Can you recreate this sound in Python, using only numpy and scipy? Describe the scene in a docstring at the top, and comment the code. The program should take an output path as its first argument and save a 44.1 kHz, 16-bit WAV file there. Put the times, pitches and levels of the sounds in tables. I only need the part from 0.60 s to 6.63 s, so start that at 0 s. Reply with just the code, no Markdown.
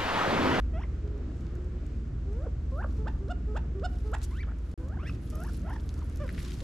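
"""Quail feeding on a patio

A flock feeds on concrete in a walled backyard. Two birds up close sweep low coos into peeps while the
rest coo and chirp; each voice is a gliding syrinx tone coloured by throat and beak. Beaks and claws
tick on the slab and feathers rustle. Machines, probably air conditioners, throb against each other
over the rumble of the neighbourhood. The sound cuts out once, for an instant."""
import sys
import numpy as np
from scipy import signal
from scipy.fft import rfft, irfft
from scipy.io import wavfile
from scipy.ndimage import uniform_filter1d

SR = 44100
rng = np.random.default_rng(int(sys.argv[2]) if len(sys.argv) > 2 else 0)


def transcribe(signal):
    """Save signal, clipped to [-1, 1], as a 16-bit WAV file at the path in sys.argv[1]."""
    frames = np.atleast_2d(signal).T
    limited = np.clip(frames, -1, 1)
    pcm = np.round(limited * 32767).astype(np.int16)
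    wavfile.write(sys.argv[1], SR, pcm)


N = 265923
TIME = np.arange(N) / SR
BINS = np.fft.rfftfreq(N, 1 / SR) + 1e-3

# The bed of distant rumble and air. Each row: frequency in Hz, relative level in dB.
RUMBLE_COLOUR = [(20, -14), (35, 4), (100, 2.5), (170, -2), (350, -9.5), (550, -21.5), (850, -30.5),
                 (1350, -28), (2000, -35), (4000, -44), (7500, -47.5), (9000, -58), (11500, -61.5),
                 (14000, -99.5)]
# The fader ride on that bed. Each row: time in seconds, gain in dB.
RUMBLE_RIDE = [(0, 0.5), (.8, 0.5), (2, -0.5), (3.2, -0.5), (4.4, -0.5), (6.03, 2)]
# The machines' tones. Each row: pitch in Hz, relative level in dB.
HUM_TONES = [(37.7, -45), (55.85, -35), (75.33, -37.5), (118, -51), (167.6, -60), (239, -57.5)]
# The fader ride on the hum. Each row: time in seconds, gain in dB.
HUM_RIDE = [(0, 3), (.8, -3), (1.8, 0.5), (2.8, 0.5), (3.7, 0), (4.7, -3.5), (5.2, 1), (6.03, -5.5)]
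# Slaps off the garden walls. Each row: delay in seconds, relative level in dB.
WALL_SLAPS = [(.017, -18), (.043, -48.5), (.078, -32.5)]
# Scuffing feet and shaken feathers. Each row: centre and width in seconds, then the relative levels
# of the scuff and of its crisp treble in dB.
RUSTLE_BOUTS = [(2.307, 0.35, -68, -88), (3.452, 0.32, -66, -82), (3.745, 0.14, -65, -76),
                (4.144, 0.18, -68, -75), (4.5, 0.069, -59.5, -76), (4.688, 0.087, -63, -66),
                (4.827, 0.049, -64, -63), (4.945, 0.062, -58.5, -68), (5.36, 1, -65, -74.5),
                (5.83, 0.17, -56.5, -65), (6.017, 0.24, -60, -73)]
# Sweeps of a wing or foot. Each row: centre and width in seconds, level in dB, band centre and
# bandwidth in Hz.
WING_SWEEPS = [(3.633, .024, -58, 3300, 3000), (3.642, .016, -47, 6700, 7000),
               (5.79, .028, -58, 2300, 4000), (5.865, .14, -62, 2900, 3400), (5.86, .14, -61, 1300, 1000)]
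# The ring of a peck. Each row: resonance in Hz, bandwidth in Hz.
PECK_RING = [(1900, 1230), (3500, 2900), (6400, 3800), (11200, 4000)]
# The featured beak and claw hits. Each row: start in seconds, relative level in dB, brightest
# frequency in Hz, left minus right in dB, decay in seconds.
PECK_HITS = [(.476, -57.5, 2900, -4, 0.004), (.867, -57.5, 3400, -8, 0.0019), (.9532, -54, 6860, -3, .001),
             (2.177, -62, 10000, 5, 0.00084), (2.329, -60, 6000, -12, .0012),
             (3.516, -53, 8000, -5, 0.0018), (3.583, -52, 6600, 6, 0.0015),
             (3.6167, -44.5, 4400, 15, 0.0011), (4.7015, -42.5, 7540, 7, .0011),
             (4.7075, -47, 6000, 2, .0007), (4.7533, -46, 9500, -5, 0.0021), (4.758, -48, 10000, -2, .001),
             (4.7715, -56, 6000, 2, .0009), (4.8024, -50, 9500, 0, .003), (4.816, -59, 9500, 0, 0.0014),
             (4.8355, -42.5, 7950, 2, .002), (4.8497, -51, 9000, 0, .0007), (4.9333, -48, 8550, -4, 0.002),
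             (4.976, -57, 7000, 8, .0014), (4.994, -52, 5500, 0, .0008), (5.098, -47.5, 9000, 0, .0008),
             (5.1375, -50, 7500, 0, .0008), (5.198, -55, 3400, 0, 0.0033),
             (5.2915, -40.5, 3840, -2, 0.0007), (5.3917, -53, 7000, 0, .001), (5.4977, -52, 6400, 0, .001),
             (5.5593, -46.5, 7850, 3, 0.00088), (5.679, -37.5, 1490, 0, 0.0017),
             (5.691, -37.5, 1800, 6, 0.002), (5.701, -47, 1900, -5, 0.0029), (5.746, -47, 2600, 1, 0.0044),
             (5.778, -45, 1900, 2, 0.0079), (5.801, -43, 2400, 1, 0.0037), (5.8296, -50, 7500, 5, .003),
             (5.8425, -48, 4500, 0, .0007), (5.849, -40, 3000, 2, .0014), (5.854, -51, 5000, 0, .001),
             (5.881, -50, 3220, 0, 0.0033), (5.894, -53, 3570, 2, 0.0014), (5.907, -45.5, 3330, 13, 0.0024),
             (5.9187, -40, 2960, -1, 0.0018), (5.942, -61, 3600, 0, 0.0022),
             (6.004, -43.5, 2880, 4, 0.0034)]
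# What throat and beak do to the flock's overtones. Each row: frequency in Hz, gain in dB.
FLOCK_THROAT_EQ = [(800, -17), (1100, -14.5), (1400, -2), (1750, -8), (2300, -10.5), (3200, -8.5),
                   (4300, -21.5), (5800, -6.5), (7000, -26.5), (13000, -53)]
# Throat notches in a breaking voice. Each row: multiple of the notch edge frequency, gain in dB.
THROAT_NOTCHES = [(1, 1.5), (1.15, -13), (1.55, 1), (2, -9), (2.1, 3.5)]
# What throat and beak do to the close birds' overtones. Each row: frequency in Hz, gain in dB.
NEAR_THROAT_EQ = [(800, -20), (1100, -7), (1400, 3), (1750, -8), (2050, -29), (2250, -22.5), (2800, -6.5),
                  (3650, -10.5), (4400, -14), (5200, -10), (5900, -19.5), (6600, -15), (7400, -11),
                  (9000, -24.5), (11000, -27)]
# Plain coos with no peep. Each row: start and length in seconds, pitch in Hz, relative level in dB.
PLAIN_COOS = [(0.033, 0.11, 364, -51), (0.238, 0.15, 369.3, -56), (0.427, 0.21, 412.4, -49.5),
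              (0.643, 0.11, 297.5, -49.5), (0.914, 0.17, 358, -49.5), (1.124, .11, 366.8, -50),
              (1.21, 0.03, 647, -60.5), (3.302, 0.08, 717, -60.5), (6.013, .04, 511, -48)]
# The flock's chirps. Each row: time of the top, then climb, hold and fall lengths in seconds; start,
# top and end pitch in Hz; lateness of the climb as an exponent; relative climb, tip, fall and octave
# levels in dB; overtone roll-off in dB per octave; hoarseness (0 is clean).
CHIRPS = [ (1.855, 0.2, 0.00091, 0.025, 386, 783, 391, 1.84, -48, -55.5, -37.5, -2.5, 24, 0.22),
          (3.806, 0.1, 0.021, 0.017, 937, 2223, 1210, 0.92, -59, -49, -49.5, 3, 22, 0.5),
          (3.91, 0.042, 0.0033, 0.014, 564, 813, 610, 1.1, -60.5, -61.5, -60, 8.5, 24, 1.13),
          (4.452, 0.023, .002, 0.0036, 529, 776, 760, 0.8, -52, -59, -65, 0, 20, 0.5),
          (4.475, 0.048, 0.018, 0.011, 1594, 2624, 2530, 0.78, -63, -51, -48.5, 0, 18, 0.48),
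          (4.476, 0.09, .013, 0.0126, 996, 1927, 1085, .8, -53.5, -51.5, -47.5, 1, 16, 0.67),
          (5.092, .063, .009, 0.013, 542.4, 1028, 820, 1.2, -51.5, -47.5, -42, -1, 18, 0.42),
          (5.402, 0.038, 0.013, 0.018, 846, 1328, 833, .8, -59, -67, -44, -3, 22, 0.65),
          (5.609, 0.01, 0.025, 0.037, 589, 571, 460, 0.81, -44, -43.5, -45, 4.5, 11.5, 0), ]
# Chirps where the voice breaks. Each row: time of the top and climb length in seconds; start, break,
# top and landing pitch in Hz; lateness of the climb as an exponent; relative start, break, tip and
# landing levels in dB; octave before and after the break in relative dB; notch edge in Hz; overtone
# roll-off in dB per octave; hoarseness.
BREAKING_CHIRPS = [ (.227, 0.073, 638, 995, 1945, 1010, 3.1, -45, -51.5, -54.5, -52, -7, 6, 3620, 12, 0.24),
                   (2.236, 0.099, 523.5, 891, 1656, 556, 2.1, -47.5, -46, -48.5, -37, 4.5, 2.5, 1710, 42, 0.17),
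                   (4.361, 0.15, 490.4, 872, 1140, 724, 2.7, -54.5, -59, -63, -50.5, 4, -3, 1750, 18, 0.54),
                   (4.885, .145, 616.5, 1089, 1727, 683, 3.8, -52.5, -54, -53, -56, 3.5, 4.5, 1770, 8, 0.49),
                   (5.152, 0.071, 648.6, 951, 1660, 854, 2.6, -52, -49, -61, -46.5, 1.5, -1, 2050, 10.5, 0.48),
                   ]
# The two close birds. Each row: time of the peep's top and coo length in seconds; coo and top pitch in
# Hz; relative coo, peep and octave levels in dB; overtone roll-off in dB per octave; beak resonance
# and sheen in dB; whether the peep arches over.
COO_PEEPS = [ (2.488, 0.068, 442.6, 907, -45, -43, 3.5, 8, 3, 2, False),
             (2.714, 0.073, 398.6, 726, -45.5, -41, -6, 7, 1, 4, True),
             (2.980, 0.066, 436, 907, -43, -40, 2, 2.5, -7, -2.5, False),
             (3.254, 0.067, 397.3, 742, -40.5, -38, -5.5, 7.5, 9.5, 7, True),
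             (3.553, 0.072, 438, 918, -44.5, -39.5, 5, 2.5, -6.5, 5.5, False), ]

TOP_HZ = 14000
FLOCK_PAN_DB, NEAR_PAN_DB = -1.2, -3.5  # left minus right
ATTACK_S, ONSET_DB, RELEASE_DB = 0.0042, -4.5, -7.5  # a chirp's soft ends
TIP_LATENESS, TIP_OCTAVE_DB, TIP_ARCH_SHARE = 4.1, -2, 0.058  # its tip is late, purer and bends up
LEAP_S, DROP_S, LANDING_S = .018, .013, .005  # the stages of a voice break
WHISTLE_OCTAVE_DB, WHISTLE_DULL_DB, LANDING_OCTAVE_DB = -11, -2, 5  # thin whistle, reedy landing
SCOOP_S, SCOOP_SHARE, SCOOP_DB = 0.0083, 0.12, -11  # a close coo scoops into its note
SAG_SHARE, SAG_DB, COO_OCTAVE_DB = 0.0338, -3.5, -3.5  # then sags, its octave held back
SWEEP_S, PEEP_LATENESS = 0.041, 3.3  # the effort comes late in the sweep to the peep
ARCH_END_S, CUT_END_S, END_LIFT_DB = 0.012, 0.013, 1.5  # a small push as the peep ends
ARCH_HOARSE, CUT_HOARSE = 0.14, 0.84  # arched peeps are clear, cut ones rougher
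BEAK_HZ, SHEEN_HZ = 5100, 7400  # two resonances that change with the opening of the beak
OPENING_DULL_DB, CLOSING_DULL_DB = 6, 3  # extra roll-off per octave as the beak opens and closes


def undb(db):
    """Decibels to gain."""
    return 10 ** (np.asarray(db) / 20)


def unit(x):
    """Scale to rms 1."""
    return x / np.sqrt(np.mean(x ** 2))


def gain_at(hz, points):
    """Read the gain off an EQ curve of (Hz, dB) points."""
    f, db = np.transpose(points)
    return undb(np.interp(np.log(hz), np.log(f), db))


def band(x, hz, width_hz):
    """The same resonant band-pass twice over, for steep sides."""
    peak = signal.iirpeak(hz, hz / width_hz, fs=SR)
    return signal.lfilter(*peak, signal.lfilter(*peak, x))


def smooth(x, samples):
    """Two moving averages, then rms 1."""
    return unit(uniform_filter1d(uniform_filter1d(x, samples), samples))


def walk(rate_hz):
    """A smooth random modulator with rms 1."""
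    step = int(SR / rate_hz)
    return smooth(np.repeat(rng.standard_normal(N // step + 1), step)[:N], step)


def swell(centre_s, width_s):
    """A bell-shaped fade up and down."""
    return np.exp(-2 * ((TIME - centre_s) / width_s) ** 2)


def during(start_s, end_s):
    """The sample times between two moments."""
    return TIME[(TIME > start_s) & (TIME < end_s)]


def pan(db):
    """Left and right gains for a level difference."""
    return undb([[db / 2], [-db / 2]])


def spread(mid, side):
    """Mid and side to left and right."""
    return np.array([mid + side, mid - side])


def place(x, lag_ms):
    """The sound reaches the right ear a little later."""
    return np.array([x[0], irfft(rfft(x[1]) * np.exp(-2j * np.pi * BINS * lag_ms / 1000), N)])


def neighbourhood(level_db=-39.5, rumble_flicker_db=2.0, air_flicker_db=0.97):
    """Far traffic and air: octave bands that waver on their own, steadier and wider in the treble."""
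    colour = gain_at(BINS, RUMBLE_COLOUR)
    width = gain_at(BINS, [(50, -21), (125, -22), (300, -11), (1000, -5.5), (2500, -3.5), (6000, -2)])
    out = 0
    for octave in range(10):
        share = np.sqrt(np.maximum(1 - abs(np.log2(BINS / 30) - octave), 0))
        mid, side = (irfft(rfft(rng.standard_normal(N)) * colour * share * w, N) for w in (1, width))
        flicker_db = np.interp(octave, [3, 5], [rumble_flicker_db, air_flicker_db])
        out = out + spread(mid, side) * undb(flicker_db * walk(7))
    return unit(out) * undb(level_db + np.interp(TIME, *np.transpose(RUMBLE_RIDE)))


def machines(waver_db=1.33, drift_hz=0.043):
    """Low tones of separate machines beat into a fast throb."""
    hum = 0
    for hz, db in HUM_TONES:
        phase = 2 * np.pi * (np.cumsum(hz + drift_hz * walk(2.96)) / SR + rng.random())
        hum = hum + np.sqrt(2) * np.sin(phase) * undb(db + waver_db * walk(5.98))
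    ride = undb(np.interp(TIME, *np.transpose(HUM_RIDE)))
    return place(hum * ride * pan(-.3), lag_ms=0.026)


def walls(x, wet_db, echo_db, t60_s=0.46, dull_hz=4000):
    """The yard answers with a few slaps and a short diffuse tail, both darker than the source."""
    t = TIME[:SR // 2]
    dull = signal.butter(1, dull_hz, fs=SR)
    envelope = undb(-60 * t / t60_s) * np.minimum(t / 0.013, 1)
    tail = signal.lfilter(*dull, rng.standard_normal((2, len(t))) * envelope)
    tail *= undb(wet_db) / np.sqrt(np.sum(tail ** 2) / 2)
    slaps = np.zeros_like(tail)
    for delay_s, db in WALL_SLAPS:
        for ear in range(2):
            slaps[ear, int(delay_s * SR) + rng.integers(10)] = undb(db + echo_db)
    return signal.fftconvolve(x, tail + signal.lfilter(*dull, slaps), axes=1)[:, :N]


def murmur(count=16, low_hz=273.1, high_hz=362.8, softest_db=-54.0, range_db=7.4):
    """Birds further off keep in touch with short, pure, gently rising coos."""
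    out = np.zeros(N)
    for k, (when, height, length, size) in enumerate(rng.random((count, 4))):
        start_s = (k + when) * TIME[-1] / count
        progress = (TIME - start_s) / (.1 + 0.045 * length)
        on = (progress > 0) & (progress < 1)
        hz = (low_hz + height * (high_hz - low_hz)) * (1 + 0.053 * progress[on])
        envelope = np.sqrt(np.sin(np.pi * progress[on])) * undb(softest_db + range_db * size)
        out[on] += np.sin(2 * np.pi * np.cumsum(hz) / SR) * envelope
    return out * pan(0)


def scratches(hz, width_hz, grain_db):
    """Friction in many tiny catches of uneven size, slightly different at each ear."""
    catches = undb(grain_db * np.minimum(0.62 * walk(900) + 1.04 * walk(150), 2.6))
    mid, side = (unit(band(rng.standard_normal(N) * catches, hz, width_hz)) for _ in range(2))
    return spread(mid, 0.5 * side)


def rustle(scuff_trim_db=-4, crisp_trim_db=-2):
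    """Feet scuff the slab; now and then a wing sweeps over the flank."""
    scuff = sum(undb(db + scuff_trim_db) * swell(s, width_s) for s, width_s, db, _ in RUSTLE_BOUTS)
    crisp = sum(undb(db + crisp_trim_db) * swell(s, width_s) for s, width_s, _, db in RUSTLE_BOUTS)
    out = scratches(3700, 6200, grain_db=3.0) * scuff + scratches(10500, 3400, grain_db=5.0) * crisp
    for s, width_s, db, hz, width_hz in WING_SWEEPS:
        out += scratches(hz, width_hz, grain_db=-1.1) * undb(db) * swell(s, width_s)
    return out


def faint_pecks(count=30, base_db=-69, range_db=9.0, nearing_db=12.5, low_hz=2800, high_hz=7000,
                pan_db=5.0, decay_s=0.0023):
    """Hit rows for the rest of the flock, pecking at random and louder as the birds come closer."""
    hits = []
    for k, (when, size, bright, side) in enumerate(rng.random((count, 4))):
        start_s = (k + when) * TIME[-1] / count
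        db = base_db + range_db * size + nearing_db * k / count
        brightest_hz = low_hz * (high_hz / low_hz) ** bright
        hits.append((start_s, db, brightest_hz, pan_db * (2 * side - 1), decay_s))
    return hits


def pecks(hits, rise_s=0.00008, grit_s=0.012, grit_db=-22, focus_db_per_octave=14):
    """Beak or claw meets concrete: a hard tick, then a short skitter of grit."""
    t = TIME[:2048]
    out = np.zeros((2, N + len(t)))
    for start_s, db, brightest_hz, pan_db, decay_s in hits:
        attack = 1 - np.exp(-t / rise_s)
        envelope = attack * (np.exp(-t / decay_s) + undb(grit_db) * np.exp(-t / grit_s))
        tick = 0
        for hz, width_hz in PECK_RING:
            makeup = np.sqrt(2 * SR / np.pi / width_hz)
            ring = band(rng.standard_normal(len(t)) * envelope, hz, width_hz) * makeup
            tick = tick + ring * undb(db - focus_db_per_octave * abs(np.log2(hz / brightest_hz)))
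        i = int(start_s * SR)
        out[:, i:i + len(t)] += tick * pan(pan_db)
    return out[:, :N]


def coo(start_s, length_s, hz, db, octave_db=-9, roll_db=30, ends_db=-4, hoarse=0.7):
    """Voice curves for one soft, nearly pure note, loudest in the middle."""
    t = during(start_s, start_s + length_s)
    ends = (2 * (t - start_s) / length_s - 1) ** 2
    return t, hz, db + ends_db * ends, octave_db, roll_db, hoarse, FLOCK_THROAT_EQ, FLOCK_PAN_DB


def chirp(top_s, climb_s, hold_s, fall_s, start_hz, top_hz, end_hz, lateness,
          climb_db, tip_db, fall_db, octave_db, roll_db, hoarse):
    """Voice curves: the period of the syrinx shortens up to the tip, then snaps back as it lets go."""
    start_s = top_s - climb_s
    t = during(start_s, top_s + hold_s + fall_s)
    up = np.minimum((t - start_s) / climb_s, 1) ** lateness
    down = np.maximum(t - top_s - hold_s, 0) / fall_s
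    arch = 1 + TIP_ARCH_SHARE * np.sin(np.pi * np.clip((t - top_s) / hold_s, 0, 1))
    period = (1 - up) / start_hz + (up - down) / top_hz + down / end_hz
    late_db = np.interp(down, [0, .5, 1], [tip_db, fall_db, fall_db + RELEASE_DB])
    db = climb_db + (late_db - climb_db) * up ** TIP_LATENESS
    db += ONSET_DB * np.exp((start_s - t) / ATTACK_S)
    octave_db += TIP_OCTAVE_DB * np.maximum(up ** TIP_LATENESS - 2 * down, 0)
    return t, arch / period, db, octave_db, roll_db, hoarse, FLOCK_THROAT_EQ, FLOCK_PAN_DB


def notched_throat(edge_hz):
    """The flock's throat EQ with two notches carved above an edge."""
    notches = [(edge_hz * ratio, db) for ratio, db in THROAT_NOTCHES]
    corners = sorted(hz for hz, _ in FLOCK_THROAT_EQ + notches)
    return [(hz, 20 * np.log10(gain_at(hz, FLOCK_THROAT_EQ) * gain_at(hz, notches))) for hz in corners]


def breaking_chirp(top_s, climb_s, start_hz, break_hz, top_hz, land_hz, lateness, start_db, break_db,
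                   tip_db, land_db, octave_db, late_octave_db, edge_hz, roll_db, hoarse):
    """Voice curves: a climb breaks, leaps to a thin whistle, then drops onto a short reedy note."""
    break_s, land_s = top_s - LEAP_S, top_s + DROP_S
    start_s = break_s - climb_s
    t = during(start_s, land_s + LANDING_S)
    up = np.minimum((t - start_s) / climb_s, 1) ** lateness
    leap = np.sin(np.pi / 2 * np.clip((t - break_s) / LEAP_S, 0, 1)) ** 2
    drop = np.sin(np.pi / 2 * np.clip((t - top_s) / DROP_S, 0, 1)) ** 2
    hz = start_hz * (break_hz / start_hz) ** up
    hz *= (top_hz / break_hz) ** leap * (land_hz / top_hz) ** drop
    db = start_db + (break_db - start_db) * up + (tip_db - break_db) * leap + (land_db - tip_db) * drop
    db += ONSET_DB * np.exp((start_s - t) / ATTACK_S)
    db += RELEASE_DB * np.maximum(t - land_s, 0) / LANDING_S
    octave_db += (late_octave_db - octave_db) * np.minimum(2 * leap, 1)
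    octave_db += WHISTLE_OCTAVE_DB * (leap - drop) ** 2 + LANDING_OCTAVE_DB * drop
    roll_db += WHISTLE_DULL_DB * leap
    return t, hz, db, octave_db, roll_db, hoarse, notched_throat(edge_hz), FLOCK_PAN_DB


def coo_and_peep(top_s, coo_s, coo_hz, top_hz, coo_db, peep_db, octave_db, roll_db,
                 beak_db, sheen_db, arches):
    """Voice curves: a held coo sweeps up into a peep that arches over or is cut as it levels out."""
    start_s = top_s - SWEEP_S - coo_s
    end_s, ending_s = (top_s + ARCH_END_S, ARCH_END_S) if arches else (top_s, CUT_END_S)
    t = during(start_s, end_s)
    scoop = np.exp((start_s - t) / SCOOP_S)
    sag = np.minimum((t - start_s) / coo_s, 1)
    sweep = np.maximum(1 + (t - top_s) / SWEEP_S, 0)
    ending = np.maximum(1 + (t - end_s) / ending_s, 0) ** 2
    climb = np.sin(np.pi / 2 * sweep) ** (1 if arches else 2)
    effort = np.sin(np.pi / 2 * np.minimum(sweep, 1)) ** PEEP_LATENESS
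    low_hz = coo_hz * (1 - SCOOP_SHARE * scoop - SAG_SHARE * sag)
    low_db = coo_db + SCOOP_DB * scoop + SAG_DB * sag
    hz = low_hz * (top_hz / low_hz) ** climb
    db = low_db + (peep_db - low_db) * effort + END_LIFT_DB * ending
    octave_db += COO_OCTAVE_DB * (1 - effort)
    roll_db += OPENING_DULL_DB * (1 - effort) + CLOSING_DULL_DB * ending
    beak_eq = [(3000, 0), (BEAK_HZ, beak_db), (6000, 0), (SHEEN_HZ, sheen_db)]
    throat = [(f, level + 20 * np.log10(gain_at(f, beak_eq))) for f, level in NEAR_THROAT_EQ]
    hoarse = ARCH_HOARSE if arches else CUT_HOARSE * effort
    return t, hz, db, octave_db, roll_db, hoarse, throat, NEAR_PAN_DB


def quail(calls, pressed_hz, mellow_db, jitter, shimmer_db, rasp, gain_db, blur=0.66, edge_s=0.002942):
    """Play voice curves: the syrinx glides, its harmonics lighting up at the throat's resonances."""
    # hoarseness scales the shake in pitch and level, and the blur on each harmonic
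    waver = jitter * walk(600)
    flutter_db = shimmer_db * np.minimum(walk(160), .5)
    grain = rasp * walk(1500)
    order = np.arange(1, 15)[:, None]
    out = np.zeros((2, N))
    for times, hz, db, octave_db, roll_db, hoarse, throat, pan_db in calls:
        on = (TIME > times[0] - edge_s) & (TIME < times[-1] + edge_s)
        t = TIME[on]
        log_hz, db, octave_db, roll_db, hoarse = (
            np.interp(t, times, np.broadcast_to(curve, times.shape))
            for curve in (np.log(hz), db, octave_db, roll_db, hoarse))
        pitch = np.exp(uniform_filter1d(log_hz, size=180) + hoarse * waver[on])
        partials = order * pitch
        # below pressed_hz the voice slackens towards a pure hum
        slope_db = roll_db + mellow_db * np.maximum(np.log2(pressed_hz / pitch), 0)
        gains = gain_at(partials, throat) * undb(-slope_db * np.log2(order / 2))
        gains[0] = 1
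        gains[1] *= undb(octave_db)
        eddies = blur * hoarse * np.sqrt(order) * smooth(rng.standard_normal(partials.shape), 90)
        phase = 2 * np.pi * np.cumsum(partials, axis=1) / SR + eddies
        tone = np.sum(gains * (partials < TOP_HZ) * np.sin(phase), axis=0)
        fade = np.clip((np.minimum(t - times[0], times[-1] - t) + edge_s) / (2 * edge_s), 0, 1)
        level = undb(db + hoarse * flutter_db[on] + gain_db) * (1 + hoarse * grain[on])
        out[:, on] += np.sqrt(2) * tone * fade * level * pan(pan_db)
    return out


def scene():
    """The mix: two close birds and their flock, each sent to the walls, over hum and rumble."""
    near_voice = dict(pressed_hz=740, mellow_db=29, jitter=0.034, shimmer_db=1.5, rasp=0.22, gain_db=2)
    arching_bird = quail([coo_and_peep(*row) for row in COO_PEEPS if row[-1]], **near_voice)
    cutting_bird = quail([coo_and_peep(*row) for row in COO_PEEPS if not row[-1]], **near_voice)
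    calls = [chirp(*row) for row in CHIRPS]
    calls += [breaking_chirp(*row) for row in BREAKING_CHIRPS]
    calls += [coo(*row) for row in PLAIN_COOS]
    flock = quail(calls, pressed_hz=600, mellow_db=12, jitter=0.027, shimmer_db=5, rasp=0.28,
                  gain_db=1.16)
    distant = place(flock + murmur(), lag_ms=0.037)
    close = place(arching_bird, lag_ms=0.016) + pecks(PECK_HITS + faint_pecks()) + rustle()
    beside = place(cutting_bird, lag_ms=0.03)
    echo = walls(close, wet_db=-18, echo_db=-1)
    echo += walls(beside, wet_db=-18.5, echo_db=9)
    echo += walls(distant, wet_db=-19, echo_db=5.5)
    return close + beside + distant + echo + machines() + neighbourhood()


def record(dry):
    """The sound cuts out for an instant, and a steep low-pass takes off the very top."""
    mute_from_s, mute_to_s = 4.14, 4.177
    gate = uniform_filter1d(1. * ((TIME < mute_from_s) | (TIME > mute_to_s)), size=40)
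    return signal.sosfilt(signal.ellip(8, .2, 70, TOP_HZ, fs=SR, output="sos"), dry * gate)


dry = scene()
out = record(dry)
transcribe(out)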